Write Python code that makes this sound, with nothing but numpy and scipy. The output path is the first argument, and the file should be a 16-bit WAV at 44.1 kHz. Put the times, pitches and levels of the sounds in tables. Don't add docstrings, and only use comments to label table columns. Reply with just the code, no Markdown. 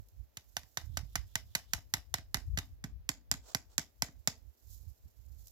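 import sys
import numpy as np
from scipy import signal
from scipy.fft import rfft, irfft, next_fast_len
from scipy.io import wavfile
from scipy.ndimage import map_coordinates

SR = 44100
rng = np.random.default_rng(int(sys.argv[2]) if len(sys.argv) > 2 else 0)


def waveform_to_disk(signal):
    frames = np.transpose(np.atleast_2d(signal))
    scaled = np.clip(frames, -1, 1) * 32767
    samples = np.round(scaled).astype(np.int16)
    wavfile.write(sys.argv[1], SR, samples)


N = 242991
LENGTH = 16384
T = np.arange(LENGTH) / SR
HZ = np.fft.rfftfreq(LENGTH, 1 / SR)
SOFT_BELOW_DB = 1.5

# (time [s], knock level [dB], hardness [dB], thud level [dB], overtone of the stake [Hz])
BLOWS = [(0.37, -53.5, 5, -52.5, 5850), (0.567, -38.5, 3.5, -49, 5550), (0.7717, -37, 1, -46, 5600),
         (0.971, -37.5, 1.5, -44, 5400), (1.155, -34, 1, -41.5, 5290), (1.3547, -35, 3.5, -43, 5260),
         (1.5506, -34, 3, -43.5, 5800), (1.734, -34, 4, -43, 5490), (1.9381, -33, 3.5, -39, 5500),
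         (2.1405, -35, 3.5, -41.5, 5330), (2.3438, -34, 3.5, -37, 5100), (2.5735, -38, 0, -35.5, 4400),
         (2.5864, -40.5, 3, -44, 3680), (2.8398, -45.5, 1, -38, 5540), (3.0908, -37, 7.5, -40.5, 6850),
         (3.3144, -36, 9.5, -41.5, 6920), (3.5477, -34.5, 4.5, -37.5, 5670),
         (3.7805, -36.5, 9, -42.5, 5290), (4.0215, -35, 6.5, -39, 5500), (4.2743, -34, 7.5, -38, 5250)]
# (frequency [Hz], level [dB])
RUSTLE = [(1470, -55), (2500, -24), (3980, -7), (5690, -3), (7590, -1.5), (8600, -16.5), (11700, -1),
          (15000, 1), (16000, -31.5)]


def hammering(contact_t60=0.038, shorter_per_db=0.29, tap_t60=0.0054, firm_from_s=2.7):
    # (time [s], knock level [dB], hardness [dB])
    rebounds = [(0.3723, -55.5, 9.5), (0.633, -63.5, -1), (1.5545, -48.5, 13.5), (1.78, -57, -11.5),
                (1.969, -53.5, -3), (2.184, -50.5, -3), (2.37, -48, -3), (3.3397, -48, 0.5),
                (3.7939, -48, 2), (4.085, -60, -12)]
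    hits = []
    for s, knock_db, hardness_db, thud_db, overtone_hz in BLOWS:
        t60 = contact_t60 * np.exp(-shorter_per_db * max(hardness_db, SOFT_BELOW_DB))
        hits.append((s, t60, knock_db, hardness_db, thud_db, overtone_hz))
    for s, knock_db, hardness_db in rebounds:
        overtone_hz = min(BLOWS, key=lambda blow: abs(blow[0] - s))[-1]
        thud_db = knock_db - hardness_db / 2
        hits.append((s, tap_t60, knock_db, hardness_db, thud_db, overtone_hz))
    out = np.zeros((2, N))
    lead = 256
    for s, *hit in hits:
        add(out, s - lead / SR, np.roll(strike(s > firm_from_s, *hit), lead, axis=1))
    return out


def strike(firm, t60, knock_db, hardness_db, thud_db, overtone_hz):
    tones = wood_tones(firm, hardness_db, overtone_hz)
    crush = contact(t60, rise=0.035, impact=0, bite=amp(-7))
    push = contact(t60 * 0.086, rise=0, impact=2.8)
    snap_db = (-9.5 if firm else -7) - 0.84 * max(SOFT_BELOW_DB - hardness_db, 0)
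    gains = amp(knock_db + np.array([0, hardness_db, hardness_db + snap_db]))
    ground = amp(thud_db) * thud(firm)
    blow = sum(g * set_energy(part) for g, part in zip(gains, irfft(tones * [push, crush, crush])))
    radiated = sum(g * set_energy(part) for g, part in zip(gains, irfft(tones)))
    return direct(blow + ground) + forest_echo(radiated + ground) + amp(knock_db) * stake_ring(firm)


def contact(t60, rise, impact, bite=0, bite_at=0.05, rub_db=-24, rub_t60=0.04):
    build_up = 1 - np.exp(-T / (rise * t60 + 1 / SR))
    force = rng.standard_normal(LENGTH) * (fade(T, t60) + amp(rub_db) * fade(T, rub_t60)) * build_up
    force[0] += impact
    fibres_give_way = bite * np.linalg.norm(force) * np.exp(-2j * np.pi * HZ * bite_at * t60)
    return rfft(force) + fibres_give_way


def wood_tones(firm, hardness_db, overtone_hz, knock_top_hz=2370):
    # (frequency [Hz], width [Hz], level [dB])
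    wood_notes = [(687, 170, -9), (930, 130, -0.5), (1076, 610, -3.5), (1453, 79, -1), (1505, 75, 3),
                  (1977, 425, 4.5), (2082, 89, 6)]
    # (frequency [Hz], level [dB])
    crack_loose = [(1600, -53), (2380, -3), (2660, -7.5), (3000, 0.5), (3230, -6.5), (3750, -1),
                   (4420, -4.5), (5300, -3), (6300, -1.5), (7900, -6), (8600, -20.5), (11000, -46)]
    crack_firm = [(1500, -42.5), (2300, -5), (2850, -10.5), (3200, -7), (4200, -8), (5000, -4.5),
                  (6200, -6.5), (7100, -2.5), (7900, -10.5), (8600, -22), (11000, -57.5)]
    # (frequency [Hz], level [dB])
    snap_tone = [(6500, -46), (8700, -9), (10000, -3), (11400, 4), (13500, -3), (15500, -5), (16800, -28)]
    wood = sum((-1) ** k * amp(db) * resonance(hz, width) for k, (hz, width, db) in enumerate(wood_notes))
    blunt = signal.freqs(*signal.butter(8, 1, analog=True), HZ / knock_top_hz)[1]
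    slope = 1 + 1j * HZ
    knock = wood * blunt * slope ** (-0.11 if firm else 0.23)
    overtone = amp(-4) * resonance(overtone_hz, width_hz=280)
    crack = struck_tone(crack_firm if firm else crack_loose) * (1 + overtone)
    if firm:
        crack *= slope ** (0.0523 * hardness_db)
    return np.array([knock, crack, struck_tone(snap_tone)])


def thud(firm, rise_s=0.006, detune=0.05):
    # (frequency [Hz], level [dB], time to fade 60 dB [s])
    soil_notes = [(270.2, -4, 0.036), (394, -18.5, 0.049)]
    first_hz, last_hz, glide_s, t60 = (265, 45, 0.012, 0.053) if firm else (235, 58, 0.01, 0.082)
    pitch = last_hz + (first_hz - last_hz) * np.exp(-T / glide_s)
    pitch *= 1 + detune * rng.standard_normal()
    swings = np.sin(2 * np.pi * np.cumsum(pitch) / SR) * fade(T, t60)
    for hz, db, note_t60 in soil_notes:
        hz *= 1 + detune * rng.standard_normal()
        swings -= amp(db) * np.sin(2 * np.pi * hz * T) * fade(T, note_t60)
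    return set_energy(swings * (1 - np.exp(-(T / rise_s) ** 2)))


def stake_ring(firm, firm_db=-6, scatter_db=0.5, count=160):
    # (centre [Hz], spread [Hz], level [dB], time to fade 60 dB [s])
    clusters = [(2037, 110, -17.5, 0.17), (2870, 170, -25, 0.23), (5130, 230, -22, 0.3)]
    out = np.zeros((2, LENGTH))
    for hz, spread_hz, db, t60 in clusters:
        notes_hz = hz + spread_hz * rng.standard_normal(count)
        strengths = rng.standard_normal((2, count)) + 1j * rng.standard_normal((2, count))
        spectrum = np.zeros((2, len(HZ)), complex)
        spectrum[:, np.searchsorted(HZ, notes_hz)] = strengths
        out += amp(db + scatter_db * rng.standard_normal()) * unit(irfft(spectrum)) * fade(T, t60)
    return amp(firm_db * firm) * out * (1 - T / T[-1])


def direct(x, lag_s=0.00021):
    # (frequency [Hz], left minus right [dB])
    shade = [(100, -3.5), (900, -5.5), (1600, -4), (4400, -6.5), (15000, -13)]
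    delay = np.exp(-2j * np.pi * HZ * np.array([[lag_s], [0]]))
    return irfft(rfft(x) * delay * panned(along(shade, HZ)))


def forest_echo(x, rise_s=0.00054, near_gain=4.5, near_t60=0.016, uneven_db=2.5):
    # (frequency [Hz], time to fade 60 dB [s])
    echo_times = [(150, 0.42), (700, 0.21), (5000, 0.19), (13000, 0.17)]
    # (frequency [Hz], level [dB])
    echo_tone = [(100, -25), (300, -6.5), (700, -0.5), (1600, -11.5), (3500, -6), (7000, -8.5), (15000, -7)]
    # (frequency [Hz], likeness [0 to 1])
    likeness = [(300, 0.99), (640, 0.82), (1400, 0.44), (3000, 0.024)]
    hz, t, hiss = signal.stft(rng.standard_normal((2, LENGTH)), SR, nperseg=256)
    clumps = amp(uneven_db * (rng.standard_normal(len(t)) + rng.standard_normal((len(hz), 1))))
    decay = fade(t, along(echo_times, hz)[:, None])
    tail = signal.istft(hiss * clumps * decay, SR, nperseg=256)[1][:, :LENGTH]
    tail *= (1 - np.exp(-(T / rise_s) ** 2)) * (1 + near_gain * fade(T, near_t60))
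    spread = np.arccos(along(likeness, HZ)) / 2
    mid, side = rfft(tail / np.linalg.norm(tail[0])) * [np.cos(spread), np.sin(spread)]
    return irfft(rfft(x) * amp(along(echo_tone, HZ)) * [mid + side, mid - side])


def grit(count=6, mean_flight_s=0.019, t60=0.0049, pan_db=-6):
    envelope = np.zeros(N)
    for s, knock_db, *_ in BLOWS:
        for flight in rng.gamma(2, 1 / 2, count):
            add(envelope, s + mean_flight_s * flight, amp(knock_db - 17 - 3 * flight) * fade(T, t60))
    return envelope * noise(RUSTLE) * panned(pan_db)


def wind(gain_db=-2, eddy_db=5, eddies_per_s=16):
    # (time [s], level before gain_db [dB], left minus right [dB])
    gusts = [(0.0, -37, -18.5), (0.11, -64, 4), (0.21, -44.5, -14), (0.32, -68.5, 5), (0.74, -52.5, -32),
             (0.86, -42, -29), (1.15, -43, -8.5), (1.45, -52, -8.5), (2.09, -51, 10.5), (2.37, -52, -14.5),
             (2.5, -40, 8), (2.91, -48.5, 2), (3.97, -60, 2), (4.41, -53.5, -8.5), (4.46, -46.5, -34.5),
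             (4.56, -83.5, 8), (4.66, -48, -28), (4.92, -44.5, -33), (4.97, -79.5, -1.5),
             (5.06, -36, -14.5), (5.13, -71, -9), (5.27, -43.5, -38.5), (5.51, -54, -1)]
    # (frequency [Hz], level [dB])
    buffet_tone = [(22, -23), (38, -10), (52, 4), (75, -1), (100, -5.5), (135, -21.5), (210, -34.5),
                   (400, -45), (900, -110)]
    churn_tone = [(60, -25), (120, 2), (200, -11.5), (300, -21), (600, -59)]
    buffet_db, pan_db = curves(gusts)
    eddies = amp(eddy_db * np.array([wobble(eddies_per_s), wobble(eddies_per_s)]))
    peak_db = buffet_db.max()
    churn_db = peak_db - 14.5 + 2.2 * (buffet_db - peak_db)
    buffet = amp(buffet_db) * unit(eddies * noise(buffet_tone))
    churn = amp(churn_db) * unit(eddies * noise(churn_tone))
    return panned(pan_db) * (amp(gain_db) * (buffet + churn) + wind_thumps())


def wind_thumps(half_cycles=0.61):
    # (time [s], level [dB], pitch [Hz])
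    swirls = [(0.844, -37.5, 72), (0.877, -36, 75), (0.901, -37, 90.5), (1.008, -32, 72.4),
              (1.035, -38.5, 116), (1.06, -41.5, 62), (2.384, -35.5, 68), (2.489, -33.5, 88),
              (2.732, -44.5, 59.9)]
    out = np.zeros(N)
    t = T - T[-1] / 2
    for s, db, hz in swirls:
        envelope = amp(db) * np.exp(-(hz * t / half_cycles) ** 2)
        add(out, s + t[0], envelope * np.sin(2 * np.pi * (hz * t + rng.random())))
    return out


def sleeve(swish_db=-74, lead_s=0.026, grain_db=2.1, pan_db=-4):
    # (time [s], half length [s], level [dB])
    brushes = [(3.491, 0.042, -56), (3.727, 0.031, -66.5)]
    # (frequency [Hz], level [dB])
    swish_tone = [(2400, -24), (3450, -6), (4400, -14), (9000, -23.5)]
    brush_tone = [(200, -11), (480, 2.5), (1000, -2.5), (2200, -15.5), (3800, -7.5), (7600, -3),
                  (8700, -16)]
    swishing = amp(swish_db) * sum(swell(s - lead_s, half_s=0.059) for s, *_ in BLOWS[3:8])
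    brushing = sum(amp(db) * swell(s, half_s) for s, half_s, db in brushes)
    weave = unit(amp(grain_db * wobble(200)))
    return weave * panned(pan_db) * (swishing * noise(swish_tone) + brushing * noise(brush_tone))


def cloth(grain_db=2, pan_db=-6):
    # (time [s], level [dB])
    rustle_levels = [(0.0, -72.5), (0.32, -84), (0.52, -71), (1.64, -74.5), (2.32, -81.5), (2.65, -70.5),
                     (2.86, -100), (3.84, -78), (4.53, -78.5), (4.66, -68), (4.73, -56.5), (4.8, -67.5),
                     (5.0, -75), (5.35, -73.5), (5.46, -64)]
    rustle_db, = curves(rustle_levels)
    grains = amp(grain_db * (wobble(83) + wobble(700)))
    return amp(rustle_db) * panned(pan_db) * unit(noise(RUSTLE) * grains)


def needles(gain_db=-6, t60=0.026, pan_db=-6):
    # (time [s], level before gain_db [dB])
    ticks = [(0.0866, -54.5), (5.471, -43), (5.481, -46.5)]
    envelope = np.zeros(N)
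    for s, db in ticks:
        add(envelope, s, amp(db + gain_db) * fade(T, t60))
    return envelope * noise(RUSTLE) * panned(pan_db)


def forest_hush(level_db=-76, pan_db=-2.5):
    # (frequency [Hz], level [dB])
    air_tone = [(120, -29.5), (200, -1), (612, -2), (1080, -11.5), (6000, -17.5), (8580, -29),
                (13800, -11.5), (16000, -17.5)]
    return amp(level_db) * noise(air_tone) * panned(pan_db)


def amp(db):
    return 10 ** (np.asarray(db) / 20)


def unit(x):
    return x / np.sqrt(np.mean(x ** 2) + 1e-20)


def set_energy(x):
    return x * np.sqrt(SR / 100 / np.sum(x ** 2))


def fade(t, t60):
    return amp(-60 * t / t60)


def along(points, hz):
    point_hz, values = np.transpose(points)
    return np.interp(np.log(hz + 1), np.log(point_hz + 1), values)


def curves(rows):
    s, *columns = np.transpose(rows)
    return [np.interp(np.arange(N) / SR, s, column) for column in columns]


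def wobble(rate):
    return map_coordinates(rng.standard_normal(int(N * rate / SR) + 4), [np.arange(N) * rate / SR])


def swell(s, half_s):
    return np.exp(-((np.arange(N) / SR - s) / half_s) ** 2)


def resonance(hz, width_hz):
    return 1j * HZ * width_hz / (hz * hz - HZ * HZ + 1j * HZ * width_hz)


def struck_tone(points):
    cepstrum = irfft(np.log(amp(along(points, HZ))))
    cepstrum[1:LENGTH // 2] *= 2
    cepstrum[LENGTH // 2 + 1:] = 0
    return np.exp(rfft(cepstrum))


def filtered(x, response):
    size = next_fast_len(N + SR // 2)
    return irfft(rfft(x, size) * response(np.fft.rfftfreq(size, 1 / SR)), size)[..., :N]


def noise(tone):
    return unit(filtered(rng.standard_normal((2, N)), lambda hz: amp(along(tone, hz))))


def panned(pan_db):
    gains = amp(np.array([[1], [-1]]) * pan_db / 2)
    return gains / np.sqrt(np.mean(gains ** 2, axis=0))


def add(track, s, sound):
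    start = max(round(s * SR), 0)
    track[..., start:start + sound.shape[-1]] += sound[..., :N - start]


def scene():
    return hammering() + grit() + wind() + sleeve() + cloth() + needles() + forest_hush()


def record(dry, top_hz=16350):
    return filtered(dry, lambda hz: 1 / np.sqrt(1 + (hz / top_hz) ** 160))


dry = scene()
out = record(dry)
waveform_to_disk(out)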